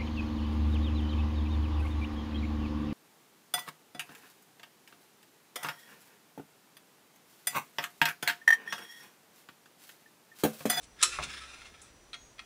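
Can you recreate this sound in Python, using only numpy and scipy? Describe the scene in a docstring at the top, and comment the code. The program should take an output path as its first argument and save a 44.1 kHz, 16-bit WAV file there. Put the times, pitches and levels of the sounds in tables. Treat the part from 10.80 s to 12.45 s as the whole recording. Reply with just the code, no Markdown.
"""On a workbench in a quiet room, a wheel of a brass clock movement slips from under a thumb.
The frame rings with a sharp clack, and tooth impacts drive a whirr that slows and fades as the gear
train runs down. The frame knocks once on the bench, whose wooden top booms. The thumb returns to the
wheels with two small clicks and a dry pivot squeaks faintly, over room noise and a thin electrical whine."""
import sys
import numpy as np
from scipy import signal
from scipy.fft import next_fast_len
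from scipy.io import wavfile
from scipy.ndimage import uniform_filter1d

SR = 44100
rng = np.random.default_rng(int(sys.argv[2]) if len(sys.argv) > 2 else 0)


def wrap_up_sound(samples):
    """Save the sound to the file named by the first command line argument, as 16-bit audio."""
    columns = np.atleast_2d(samples).T
    # keep every value between -1 and 1, then stretch to whole-number steps
    tamed = np.clip(columns, -1, 1)
    steps = np.round(tamed * 32767).astype(np.int16)
    wavfile.write(sys.argv[1], SR, steps)


N = 72765
T = np.arange(N) / SR

# Levels in the tables are relative.
# Blows on the frame, and of a wheel on its stop: start_s, level_db, corner_hz
FRAME_BLOWS = [(0.2145, -17.5, 5500), (0.2235, -17, 4500), (0.2272, -1.5, 15400), (0.2322, -5, 11500),
               (0.4365, -22, 8000), (0.528, -32, 5500)]
WHEEL_BLOWS = [(0.637, -10, 3800), (0.817, -12, 4200), (0.856, -14, 7000), (0.941, -15, 3800),
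               (1.3312, -6, 13900), (1.3412, -1, 7500), (1.582, -15, 4200), (1.5925, -3, 6500)]
# Thumbnail ticks on the wheel's rim: start_s, level_db
NAIL_TICKS = [(1.3314, 0), (1.593, -17)]
# Scrapes of brass on brass: centre_s, half_width_s, level_db, corner_hz
SCRAPES = [(0.036, 0.01, -53.5, 9100), (0.43, 0.0039, -40.5, 4000), (0.501, 0.0057, -45, 3800),
           (0.871, 0.0088, -57, 5100)]
# Distinct modes of each struck part: pitch_hz, level_db, t60_s
FRAME_MODES = [(361, -16.5, 0.68), (511, -7, 0.5), (974, -8, .12), (1110, 0, .09), (1245, 7, 0.12),
               (1357, -2, 0.22), (2611, -8, 0.6), (3018, 2, 0.1), (3470, 4, 0.13), (3870, 10, 0.11),
               (4060, 4.5, 0.12), (4985, -14, 0.55), (5428, 6, 0.15), (5948, 1, 0.22), (6401, -18, 0.55),
               (6570, -3.5, 0.33), (7335, 8, 0.11), (7461, -9, 0.55), (7750, 8, 0.11), (8170, 3, 0.09),
               (8774, 0, .11), (8915, 4, .13), (9700, 2, 0.12)]
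WHEEL_MODES = [(702, -9, 0.14), (1270, -1, 0.06), (1352, 1, .11), (1865, -3, .1), (2110, -4, .1),
               (2580, -1, 0.08), (3298, 7, .085), (4400, -2, 0.07), (5975, -7, 0.12), (8920, -13, .14)]
RIM_MODES = [(3800, -34.5, 0.027), (4140, -41.5, 0.067)]
BENCH_MODES = [(59.6, -48, 0.46), (64.6, -50, 1.62), (151, -48, 0.1), (615, -41.5, 0.12),
               (710, -40.5, 0.14), (1110, -38.5, 0.098), (1207, -24, 0.018), (1305, -30.5, 0.057),
               (1670, -34, 0.037), (2140, -42, 0.057)]
# Resonances driven by the meshing teeth: pitch_hz, width_hz, level_db
MESH_RESONANCES = [(1320, 100, -1.5), (1840, 150, -3), (2110, 90, -3), (2450, 90, -3), (2600, 110, 2),
                   (3330, 130, -2), (3690, 90, -8), (5940, 90, -12), (6565, 26, -15)]
# Spectral densities of densely packed modes: frequency_hz, level_db
FRAME_SPECTRUM = [(100, -38), (400, -31.5), (750, -18), (1150, -7), (1600, -10), (2500, -5.5), (4100, -1),
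                  (4550, -7), (5400, -1.5), (6700, -4.5), (7600, 1), (8500, -3.5), (11000, -4),
                  (11350, -12), (12100, -20), (13600, -19.5), (16000, -36)]
WHEEL_SPECTRUM = [(150, -40), (700, -20), (950, -8), (1250, 2), (1600, -5.5), (2400, 4), (3000, -2),
                  (3750, -1), (4700, -9), (5400, -7.5), (6800, -16.5), (10000, -9), (11500, -41)]
MESH_SPECTRUM = [(150, -30), (1000, -10), (1250, -0.5), (1550, -2.5), (2000, 1.5), (2250, -10), (2650, 2),
                 (3050, -7), (3700, 0), (4700, -10.5), (5100, -1), (6200, -6.5), (6750, -14.5),
                 (7500, -9.5), (8400, -19.5), (9000, -7), (10800, -14), (11500, -44)]
THUD_SPECTRUM = [(200, -16.5), (550, -0.5), (1150, 2), (1600, -9.5), (2100, -5), (3000, -11.5)]
BOOM_SPECTRUM = [(35, -9), (62, -3), (130, -2.5), (400, -6), (900, -19), (2000, -51)]
GRAZE_SPECTRUM = [(3000, -20), (8000, 2), (10600, -4.5), (11600, -25)]
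# Spectral densities of the shifting frame's rumble and the room noise: frequency_hz, level_db
SHIFT_SPECTRUM = [(35, -18), (62, 0), (110, -19), (500, -15.5), (2000, -43)]
ROOM_SPECTRUM = [(15, -13), (28, -4), (55, 2.5), (90, -3), (160, -7), (275, -5), (770, -10), (2700, -16.5),
                 (7600, -20.5), (10400, -23), (11400, -27), (14000, -28.5), (15600, -32)]
# Envelopes of the running train, the shifting frame and the pivot: time_s, level_db
TRAIN_ENVELOPE = [(0.155, -28.5), (0.205, 0), (0.25, 2), (0.305, -7), (0.325, 4), (0.355, 2), (0.372, -5),
                  (0.41, -2), (0.435, 5), (0.465, -4.5), (0.53, -2.5), (0.6, -5.5), (0.73, -8), (0.86, -12),
                  (0.91, -18), (1.05, -17.5), (1.12, -29)]
SHIFT_ENVELOPE = [(0.22, -70), (0.275, -54), (0.33, -63), (0.38, -57)]
SQUEAK_ENVELOPE = [(1.335, -72), (1.36, -61), (1.395, -62), (1.42, -56.5), (1.51, -65.5), (1.55, -76)]


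def frame_clacks():
    """Impact excitation: each blow sets the brass frame in free, damped vibration."""
    return strikes(FRAME_BLOWS, FRAME_SPECTRUM, FRAME_MODES, dense_t60_s=0.079, dense_db=10, modes_db=-36)


def gear_train():
    """Forced vibration: uneven, slowing tooth impacts drive the wheels and plates."""
    start_teeth_per_s, slowing_s, turns_per_s = 1500, 0.9, 1.3
    tooth_spread_db, flutter_db = 3, 1.4
    rate = start_teeth_per_s * np.exp(-np.maximum(T - TRAIN_ENVELOPE[0][0], 0) / slowing_s)
    teeth_passed = np.cumsum(rate * np.exp(0.4 * wander(samples=100))) / SR
    impacts = np.diff(np.floor(teeth_passed), prepend=0)
    force = impacts * amp(tooth_spread_db * np.clip(rng.standard_normal(N), -2, 2)) / np.sqrt(rate)
    flutter = amp(flutter_db * wander(samples=750))  # the wheels run unevenly
    drive = amp(-43) * unit_rms(force) * flutter * envelope(TRAIN_ENVELOPE)
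    angle = 2 * np.pi * turns_per_s * T
    shares = np.cos(angle), np.sin(angle)  # rotation blends two responses
    return sum(signal.fftconvolve(drive * share, mesh_response())[:N] for share in shares)


def mesh_response():
    """Impulse response of wheels and plates at one tooth position; wider resonances decay faster."""
    peaks = np.zeros(N)
    for hz, width_hz, db in MESH_RESONANCES:
        tone = np.sin(2 * np.pi * (hz * T + rng.random()))
        peaks += amp(db) * unit_energy(np.exp(-np.pi * width_hz * T) * tone)
    return unit_energy(dense_ring(MESH_SPECTRUM, t60_s=0.071) + amp(0.5) * unit_energy(peaks))


def wheel_clicks():
    """Free vibration of a wheel that strikes its stop or is ticked by the thumbnail."""
    out = strikes(WHEEL_BLOWS, WHEEL_SPECTRUM, WHEEL_MODES, dense_t60_s=0.061, dense_db=-13.5, modes_db=-47)
    for start_s, db in NAIL_TICKS:
        add(out, start_s, amp(db) * modal_ring(RIM_MODES))
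    return out


def bench_knock():
    """The bench top acts as a soundboard: a knock gives a short thud, and its low modes boom on."""
    wood = sum(amp(db) * decay(t60_s) * sine(hz) for hz, db, t60_s in BENCH_MODES) * rise(0.00044)
    thud = amp(-6.5) * dense_ring(THUD_SPECTRUM, t60_s=0.19)
    boom = amp(-14.5) * dense_ring(BOOM_SPECTRUM, t60_s=0.66) * rise(0.021)
    return add(np.zeros(N), start_s=0.3876, sound=lowpass(thud + boom - wood, corner_hz=3300))


def frame_shift():
    """Sliding friction: the frame rumbles softly on the bench as the wheel lets go."""
    return envelope(SHIFT_ENVELOPE) * noise(SHIFT_SPECTRUM)


def scrapes():
    """Stick-slip friction: brief swells of tiny slips ring the frame."""
    slips_per_s = 2500
    out = np.zeros(N)
    for centre_s, half_width_s, db, corner_hz in SCRAPES:
        slips = rng.standard_normal(N) * (rng.random(N) < slips_per_s / SR)
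        rub = lowpass(colour(slips, FRAME_SPECTRUM), corner_hz)
        swell = 1 / np.cosh(np.clip((T - centre_s) / half_width_s, -20, 20))
        out += amp(db) * unit_rms(rub) * swell
    return out


def graze():
    """Light contact with a wheel's teeth excites mainly high modes."""
    return add(np.zeros(N), start_s=1.016, sound=amp(-24) * dense_ring(GRAZE_SPECTRUM, t60_s=0.18))


def pivot_squeak():
    """Friction at a dry pivot sustains a thin, nearly steady oscillation."""
    pitch_hz = 6570 * (1 + 0.00081 * wander(samples=600))
    return envelope(SQUEAK_ENVELOPE) * np.sin(2 * np.pi * np.cumsum(pitch_hz) / SR)


def reverberate(direct):
    """Diffuse reflections in a small workshop add an exponentially decaying tail."""
    tail = unit_energy(rng.standard_normal(N) * decay(t60_s=0.31) * rise(0.0057))
    return direct + amp(-13) * signal.fftconvolve(direct, tail)[:N]


def background():
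    """Stationary room noise lies under the pure tone of an electrical whine."""
    return amp(-60) * noise(ROOM_SPECTRUM) + amp(-68) * sine(hz=5880)


def strikes(blows, spectrum, modes, dense_t60_s, dense_db, modes_db):
    """Each point of impact weights the dense modes anew; softer contact excites less treble."""
    out = np.zeros(N)
    for start_s, db, corner_hz in blows:
        ring = amp(dense_db) * dense_ring(spectrum, dense_t60_s) + amp(modes_db) * modal_ring(modes)
        add(out, start_s, amp(db) * lowpass(ring, corner_hz))
    return out


def dense_ring(spectrum, t60_s):
    """Modal overlap: countless close modes merge into decaying noise of unit energy."""
    return unit_energy(colour(rng.standard_normal(N) * decay(t60_s), spectrum))


def modal_ring(modes):
    """Superposition of damped modes, neighbours starting in opposite phase."""
    return sum((-1) ** k * amp(db) * decay(t60_s) * sine(hz) for k, (hz, db, t60_s) in enumerate(modes))


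def colour(x, spectrum):
    """Minimum-phase filtering: the phase follows from the log gain by a Hilbert transform."""
    size = next_fast_len(2 * N)
    hz, db = np.transpose(spectrum)
    log_hz = np.log(abs(np.fft.fftfreq(size, 1 / SR)) + 1)
    log_gain = np.log(amp(np.interp(log_hz, np.log(hz), db)))
    response = np.exp(np.conj(signal.hilbert(log_gain)))
    return np.fft.ifft(np.fft.fft(x, size) * response).real[:N]


def lowpass(x, corner_hz):
    """Second-order treble roll-off."""
    return signal.lfilter(*signal.butter(2, corner_hz, fs=SR), x)


def noise(spectrum):
    """Filtered Gaussian noise of unit rms."""
    return unit_rms(colour(rng.standard_normal(N), spectrum))


def wander(samples):
    """Moving average of noise, at unit rms."""
    return unit_rms(uniform_filter1d(rng.standard_normal(N), samples))


def sine(hz):
    """Simple harmonic motion."""
    return np.sin(2 * np.pi * hz * T)


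def decay(t60_s):
    """Exponential damping, 60 dB in t60_s."""
    return np.exp(-np.log(1000) * T / t60_s)


def rise(seconds):
    """Linear onset."""
    return np.minimum(T / seconds, 1)


def envelope(points):
    """Gain interpolated in decibels, silent outside the points."""
    time_s, db = np.transpose(points)
    return amp(np.interp(T, time_s, db, left=-200, right=-200))


def amp(db):
    """Decibels to amplitude ratio."""
    return 10 ** (np.asarray(db) / 20)


def unit_energy(x):
    """Normalisation to energy one."""
    return x / np.sqrt(np.sum(x ** 2) + 1e-20)


def unit_rms(x):
    """Normalisation to rms one."""
    return unit_energy(x) * np.sqrt(len(x))


def add(mix, start_s, sound):
    """Superposes a delayed sound on the mix, in place."""
    part = mix[round(start_s * SR):][:len(sound)]
    part += sound[:len(part)]
    return mix


def scene():
    """Linear superposition of the reverberant brass, the bench, the pivot and the background."""
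    brass = frame_clacks() + wheel_clicks() + gear_train() + scrapes() + graze()
    return (reverberate(brass) + frame_shift() + bench_knock() + pivot_squeak() + background())[None]


def record(dry):
    """A notch filter dips the treble and a low-pass filter limits the band."""
    dip_hz, dip_width_hz, edge_hz = 11880, 1700, 15800
    dipped = signal.lfilter(*signal.iirnotch(dip_hz, dip_hz / dip_width_hz, fs=SR), dry)
    band_limit = signal.firwin(511, edge_hz, window=("kaiser", 9), fs=SR)
    return signal.oaconvolve(dipped, band_limit[None], "same")


dry = scene()
out = record(dry)
wrap_up_sound(out)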